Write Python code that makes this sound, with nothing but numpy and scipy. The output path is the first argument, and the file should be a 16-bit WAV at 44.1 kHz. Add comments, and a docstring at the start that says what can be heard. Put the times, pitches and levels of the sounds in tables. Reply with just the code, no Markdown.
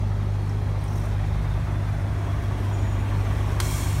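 """A city bus engine drones at a steady firing rate over exhaust rumble as the bus rolls up to the kerb.
Tyre, body and street noise grows as it nears. The turbo winds down, small metal parts jingle
and a brake pad sings thinly. Then an air valve pops open and the brakes vent with a long hiss
that fades and dulls as the pressure falls."""
import sys
import numpy as np
from scipy import signal
from scipy.fft import rfft, irfft
from scipy.io import wavfile
from scipy.ndimage import uniform_filter1d

SR = 44100
rng = np.random.default_rng(int(sys.argv[2]) if len(sys.argv) > 2 else 0)


def persist_wave(psi):
    """Save psi, clipped to +-1, as 16-bit WAV."""
    counts = np.round(np.clip(psi, -1, 1) * 32767).astype(np.int16)
    wavfile.write(sys.argv[1], SR, np.atleast_2d(counts).T)


N = 176400
TIME = np.arange(N) / SR

# tyre, body and street spectra, far and near: (frequency [Hz], relative density [dB])
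ROAR_FAR = [(100, -38), (170, 2.5), (180, -8), (222, 0.5), (243, -13), (283, -7.5), (342, -13), (398, -7.5),
            (463, -15.5), (603, -14), (689, -15.5), (848, -14.5), (932, -17), (1290, -19), (1390, -23),
            (1950, -24.5), (2790, -31.5), (3250, -34.5), (3500, -33), (4070, -33), (5020, -37.5),
            (5840, -37), (7600, -43), (9910, -44.5), (15600, -55)]
ROAR_NEAR = [(100, -36), (170, -1), (180, 0), (209, -5), (289, -1), (330, -1.5), (362, -1), (391, -5.5),
             (490, -9), (615, -5.5), (772, -9), (1110, -9), (1310, -15), (1410, -13), (2270, -16.5),
             (3010, -25.5), (3310, -24), (4920, -38), (5510, -30), (6660, -34), (7190, -37), (9360, -35.5),
             (10500, -42.5), (11500, -39), (15600, -45.5)]
# roar bands: (time [s], low level [dB], mid level [dB], treble level [dB])
ROAR_LEVELS = [(0, -40.5, -42, -55.5), (.7, -40, -42, -55), (1.3, -41, -41, -54), (2, -40.5, -41.5, -54.5),
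               (2.35, -39, -41, -53.5), (2.7, -38, -41, -52), (3, -39, -40, -53), (3.45, -37, -40.5, -49.5),
               (4, -40.5, -40.5, -50)]
# turbo whistle: (time [s], frequency [Hz], level [dB])
TURBO_GLIDE = [(0, 4450, -79), (.7, 4070, -67), (1.05, 3850, -66.5), (1.45, 3670, -61), (1.85, 3470, -63.5),
               (2.2, 3335, -63.5), (2.6, 3250, -62), (3, 3210, -63), (4, 3200, -66)]
# drivetrain and body whines: (peak time [s], sigma [s], frequency [Hz], width [Hz], level [dB])
WHINES = [(2.23, 0.46, 690, 26, -49), (3.7, 0.72, 1150, 68, -51), (.3, .8, 3265, 94, -63.5),
          (1.5, .8, 9950, 200, -73), (3.15, 0.063, 4280, 55, -64), (1.95, .06, 9300, 120, -66)]
# fine jingling: (frequency [Hz], relative density [dB])
JINGLE_SPECTRUM = [(3000, -30), (4800, -8), (5500, 8), (6500, 0), (7500, -5), (8700, 0), (10500, -5),
                   (12500, -3), (15500, -9)]
# metal impacts: (time [s], relative level [dB], pitch [Hz])
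CLINKS = [(.425, -50, 8900), (.494, -40.5, 5330), (.523, -48, 5350), (.788, -44, 5340), (.81, -48, 8600),
          (.8387, -40.5, 8550), (.8806, -39, 5520), (.9081, -45, 6150), (.9565, -45, 6300),
          (.995, -49, 8700), (1.0148, -44, 5330), (1.0393, -48, 8400), (1.0572, -44, 8700)]
# modes of one clink: (ratio to pitch, relative level [dB])
CLINK_MODES = [(1, -2), (1.02, -6), (1.08, -2.5), (1.46, -13), (1.7, -15)]
# valve pop, jet hiss and jet body: (frequency [Hz], relative density [dB])
POP_SPECTRUM = [(200, -30), (620, -12), (800, -1), (1020, 0.5), (1250, -2), (1570, 4.5), (1850, -10),
                (2150, -6), (2400, -8), (2950, -10), (3150, 3), (3350, -1), (3600, -13), (3850, -5),
                (4150, -2), (5200, -9), (5950, -7), (7710, -12), (9550, -8), (10500, -21), (12800, -16),
                (15600, -24)]
JET_SPECTRUM = [(1650, -38), (2800, -3), (2940, -16), (3120, -7), (3210, -3), (3710, -7), (4250, -2),
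                (4800, -11), (5420, -0.5), (6540, -3), (7080, 0.5), (7280, -2.5), (8230, -4.5), (8910, -4),
                (9640, -3.5), (10300, -10), (11100, -5), (12100, -8), (13100, -8), (15000, -13),
                (15600, -9.5)]
JET_BODY_SPECTRUM = [(300, -30), (700, -4), (850, -8), (1150, 4), (1330, -11), (1550, -4), (1780, -15),
                     (2240, 6), (2500, -14), (2900, -11), (4000, -45)]
# air port resonances: (frequency [Hz], width [Hz], level re jet [dB])
PORT_MODES = [(2324, 290, -19), (3260, 150, -15), (8300, 260, -15), (13100, 140, -20)]
# exhaust rumble and its surge: (frequency [Hz], relative density [dB])
RUMBLE_SPECTRUM = [(10, -22), (25, -18), (36, -17), (46, -2), (56, -4), (72, 1.5), (88, -4), (110, -3.5),
                   (135, -7.5), (155, -11.5), (180, -26), (260, -40), (600, -75)]
SURGE_SPECTRUM = [(15, -22), (40, -7), (60, 4), (80, 2), (120, -6), (180, -14.5), (400, -42), (1500, -100)]
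# exhaust rumble: (time [s], level [dB])
RUMBLE_LEVELS = [(0, -35), (.45, -39), (.65, -32.5), (1.2, -33.5), (1.8, -32.5), (2.8, -31), (3.6, -33.5),
                 (4, -27.5)]
# firing harmonics: (time [s], first [dB], second [dB], third [dB])
HARMONIC_LEVELS = [(0, -30, -25, -37.5), (.8, -33, -26, -36.5), (1.2, -28, -27.5, -38),
                   (1.43, -28, -30, -35), (1.7, -29.5, -27, -35.5), (2.35, -36.5, -26, -40.5),
                   (2.9, -29.5, -24.5, -42), (3.4, -31.5, -26, -43), (4, -30.5, -27, -36.5)]
# weaker engine tones: (frequency [Hz], start level [dB], end level [dB])
SIDE_TONES = [(68.3, -52, -34), (74.5, -43, -47), (144.8, -62, -40), (217.3, -53.5, -48.5),
              (242.4, -59, -49), (267.3, -62.5, -47.5), (287.7, -56, -52), (367, -57.5, -52.5)]


def amp(db):
    """Decibels to gain."""
    return 10 ** (np.asarray(db) / 20)


def unit(x):
    """Scale to rms 1."""
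    return x / np.sqrt(np.mean(x ** 2) + 1e-20)


def curves(table):
    """Per-sample linear interpolation of each column against the first."""
    times_s, *columns = np.transpose(table)
    return [np.interp(TIME, times_s, column) for column in columns]


def swell(peak_s, sigma_s):
    """Gaussian envelope, peak 1."""
    return np.exp(-.5 * ((TIME - peak_s) / sigma_s) ** 2)


def noise(spectrum):
    """Noise of a given spectrum, rms 1."""
    hz, db = np.transpose(spectrum)
    bins_hz = np.fft.rfftfreq(N, 1 / SR)
    gain = amp(np.interp(np.log(bins_hz + 1), np.log(hz), db))
    return unit(irfft(rfft(rng.standard_normal(N)) * gain, N))


def lowpass(x, hz):
    """Steep zero-phase low-pass."""
    return irfft(rfft(x) / (1 + (np.fft.rfftfreq(N, 1 / SR) / hz) ** 8), N)


def wander(rate_hz):
    """Slow random signal, rms 1."""
    return unit(lowpass(rng.standard_normal(N), rate_hz))


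def whistle(hz, width_hz):
    """Narrow noise band following a pitch."""
    phase = 2 * np.pi * np.cumsum(hz * np.ones(N)) / SR
    return wander(width_hz / 2) * np.cos(phase) + wander(width_hz / 2) * np.sin(phase)


def turbulent(x, depth_db):
    """Narrow bands swell and fade at random; output rms 1."""
    bands = signal.stft(x, nperseg=1024, noverlap=768)[2]
    patches = uniform_filter1d(rng.standard_normal(bands.shape), size=4, axis=0)
    patches = unit(uniform_filter1d(patches, size=14, axis=1))
    bands *= amp(depth_db * patches)
    return unit(signal.istft(bands, nperseg=1024, noverlap=768)[1][:N])


def roar(firing_cycles, low_split_hz=549, high_split_hz=3000, knock_depth=.05):
    """Tyre, body and street noise swells as the bus nears; mids pulse faintly at half the firing rate."""
    nearness = TIME / TIME[-1]
    wash = np.sqrt(1 - nearness) * noise(ROAR_FAR) + np.sqrt(nearness) * noise(ROAR_NEAR)
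    wash = turbulent(wash, depth_db=1.36)
    low, low_and_mid = lowpass(wash, low_split_hz), lowpass(wash, high_split_hz)
    low_db, mid_db, treble_db = curves(ROAR_LEVELS)
    knock = 1 + knock_depth * np.cos(np.pi * firing_cycles)
    return (unit(low) * amp(low_db + .48 * wander(20))
            + unit(low_and_mid - low) * amp(mid_db + .83 * wander(24)) * knock
            + unit(wash - low_and_mid) * amp(treble_db + .56 * wander(25)))


def turbo():
    """The turbocharger's whistle falls as it winds down."""
    hz, db = curves(TURBO_GLIDE)
    return amp(db) * whistle(hz, width_hz=49)


def whines():
    """Narrow drivetrain and body whines swell and pass."""
    return sum(amp(db) * swell(peak_s, sigma_s) * whistle(hz, width_hz)
               for peak_s, sigma_s, hz, width_hz, db in WHINES)


def jingle(flurry_db=-55, t60_s=.056, tick_relative_db=-10, tick_decay_s=.006):
    """Small metal parts tick and ring amid a flurry of finer touches."""
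    out = noise(JINGLE_SPECTRUM) * amp(flurry_db + 1.8 * wander(70)) * swell(peak_s=.98, sigma_s=.085)
    age_s = TIME[:SR // 5]
    decay = amp(-60 * age_s / t60_s)
    for start_s, db, hz in CLINKS:
        ring = sum(amp(mode_db) * np.sin(2 * np.pi * (hz * ratio * age_s + rng.random()))
                   for ratio, mode_db in CLINK_MODES)
        tick = amp(tick_relative_db) * rng.standard_normal(len(age_s)) * np.exp(-age_s / tick_decay_s)
        out[round(start_s * SR):][:len(age_s)] += amp(db) * (ring * decay + tick) / 2
    return out


def brake_squeal(start_s=2.72, end_s=3.07, attack_s=.015, release_s=.05):
    """A brake pad sings one thin, wavering note that starts firmly and fades."""
    start_hz, rise_hz_per_s, waver_hz = 6850, 85, 14
    start_db, fall_db_per_s = -59.5, 5
    age_s = TIME - start_s
    hz = start_hz + rise_hz_per_s * age_s + waver_hz * wander(60)
    gate = np.clip(np.minimum(age_s / attack_s, (end_s - TIME) / release_s), 0, 1)
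    rms = amp(start_db - fall_db_per_s * age_s + 2.7 * wander(30))
    return gate * rms * np.sqrt(2) * np.sin(2 * np.pi * np.cumsum(hz) / SR)


def valve_pop(age_s, level_db=-20, hold_s=.0032, decay_s=.0019, tail_relative_db=-8.5, tail_s=.016):
    """The opening valve gives a short burst with a weaker tail."""
    burst = np.exp(-np.maximum(age_s - hold_s, 0) / decay_s) * noise(POP_SPECTRUM)
    tail = amp(tail_relative_db) * np.exp(-age_s / tail_s) * noise(POP_SPECTRUM)
    return amp(level_db) * (burst + tail)


def air_jet(age_s, start_share=.48, rise_s=.038, hold_s=.15):
    """The jet builds, rings in its port, then fades and dulls as the pressure falls."""
    hiss_db, hiss_fall_db_per_s = -37, 22
    body_db, body_fall_db_per_s = -45.5, 25
    top_hz, top_relative_db, top_fall_db_per_s = 10200, -.5, 12
    flow = (1 - (1 - start_share) * np.exp(-age_s / rise_s)) * amp(.5 * wander(50))
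    falling_s = np.maximum(age_s - hold_s, 0)
    hiss = turbulent(noise(JET_SPECTRUM), depth_db=1.2)
    hiss += sum(amp(db) * whistle(hz, width_hz) for hz, width_hz, db in PORT_MODES)
    dull = lowpass(hiss, top_hz)
    top = (hiss - dull) * amp(top_relative_db - top_fall_db_per_s * falling_s)
    hiss = (dull + top) * amp(hiss_db - hiss_fall_db_per_s * falling_s)
    body = noise(JET_BODY_SPECTRUM) * amp(body_db - body_fall_db_per_s * falling_s)
    return flow * (hiss + body)


def air_release(start_s=3.601, opening_s=.00033):
    """The air brakes vent through a valve: pop, then hiss."""
    age_s = np.maximum(TIME - start_s, 0)
    opened = np.minimum(age_s / opening_s, 1)
    return opened * (valve_pop(age_s) + air_jet(age_s))


def exhaust(surge_db=-29):
    """Low exhaust rumble with one surge."""
    surge = amp(surge_db) * swell(peak_s=1.41, sigma_s=.12) * noise(SURGE_SPECTRUM)
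    rumble_db, = curves(RUMBLE_LEVELS)
    return amp(rumble_db) * noise(RUMBLE_SPECTRUM) + surge


def engine(firing_cycles, flutter_db=.56, drift_hz=.79):
    """Three firing harmonics drone over weaker, drifting tones."""
    drone = np.zeros(N)
    for harmonic, db in enumerate(curves(HARMONIC_LEVELS), 1):
        rms = amp(db + flutter_db * wander(14))
        drone += rms * np.sqrt(2) * np.sin(2 * np.pi * (harmonic * firing_cycles + rng.random()))
    for hz, start_db, end_db in SIDE_TONES:
        cycles = np.cumsum(hz + drift_hz * wander(2.93)) / SR + rng.random()
        rms = amp(np.linspace(start_db, end_db, N) + 2.5 * wander(3.9))
        drone += rms * np.sqrt(2) * np.sin(2 * np.pi * cycles)
    return drone


def scene(firing_hz=50.02, wobble_cycles=.007):
    """The bus from the pavement, mono."""
    firing_cycles = firing_hz * TIME + wobble_cycles * wander(9.7)
    running = engine(firing_cycles) + exhaust() + roar(firing_cycles) + turbo() + whines()
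    return (running + jingle() + brake_squeal() + air_release())[None]


def record(dry):
    """Band limit."""
    cutoff_hz = 15800
    taps = signal.firwin(511, cutoff_hz, window=("kaiser", 9), fs=SR)
    return signal.oaconvolve(dry, taps[None], "same")


dry = scene()
out = record(dry)
persist_wave(out)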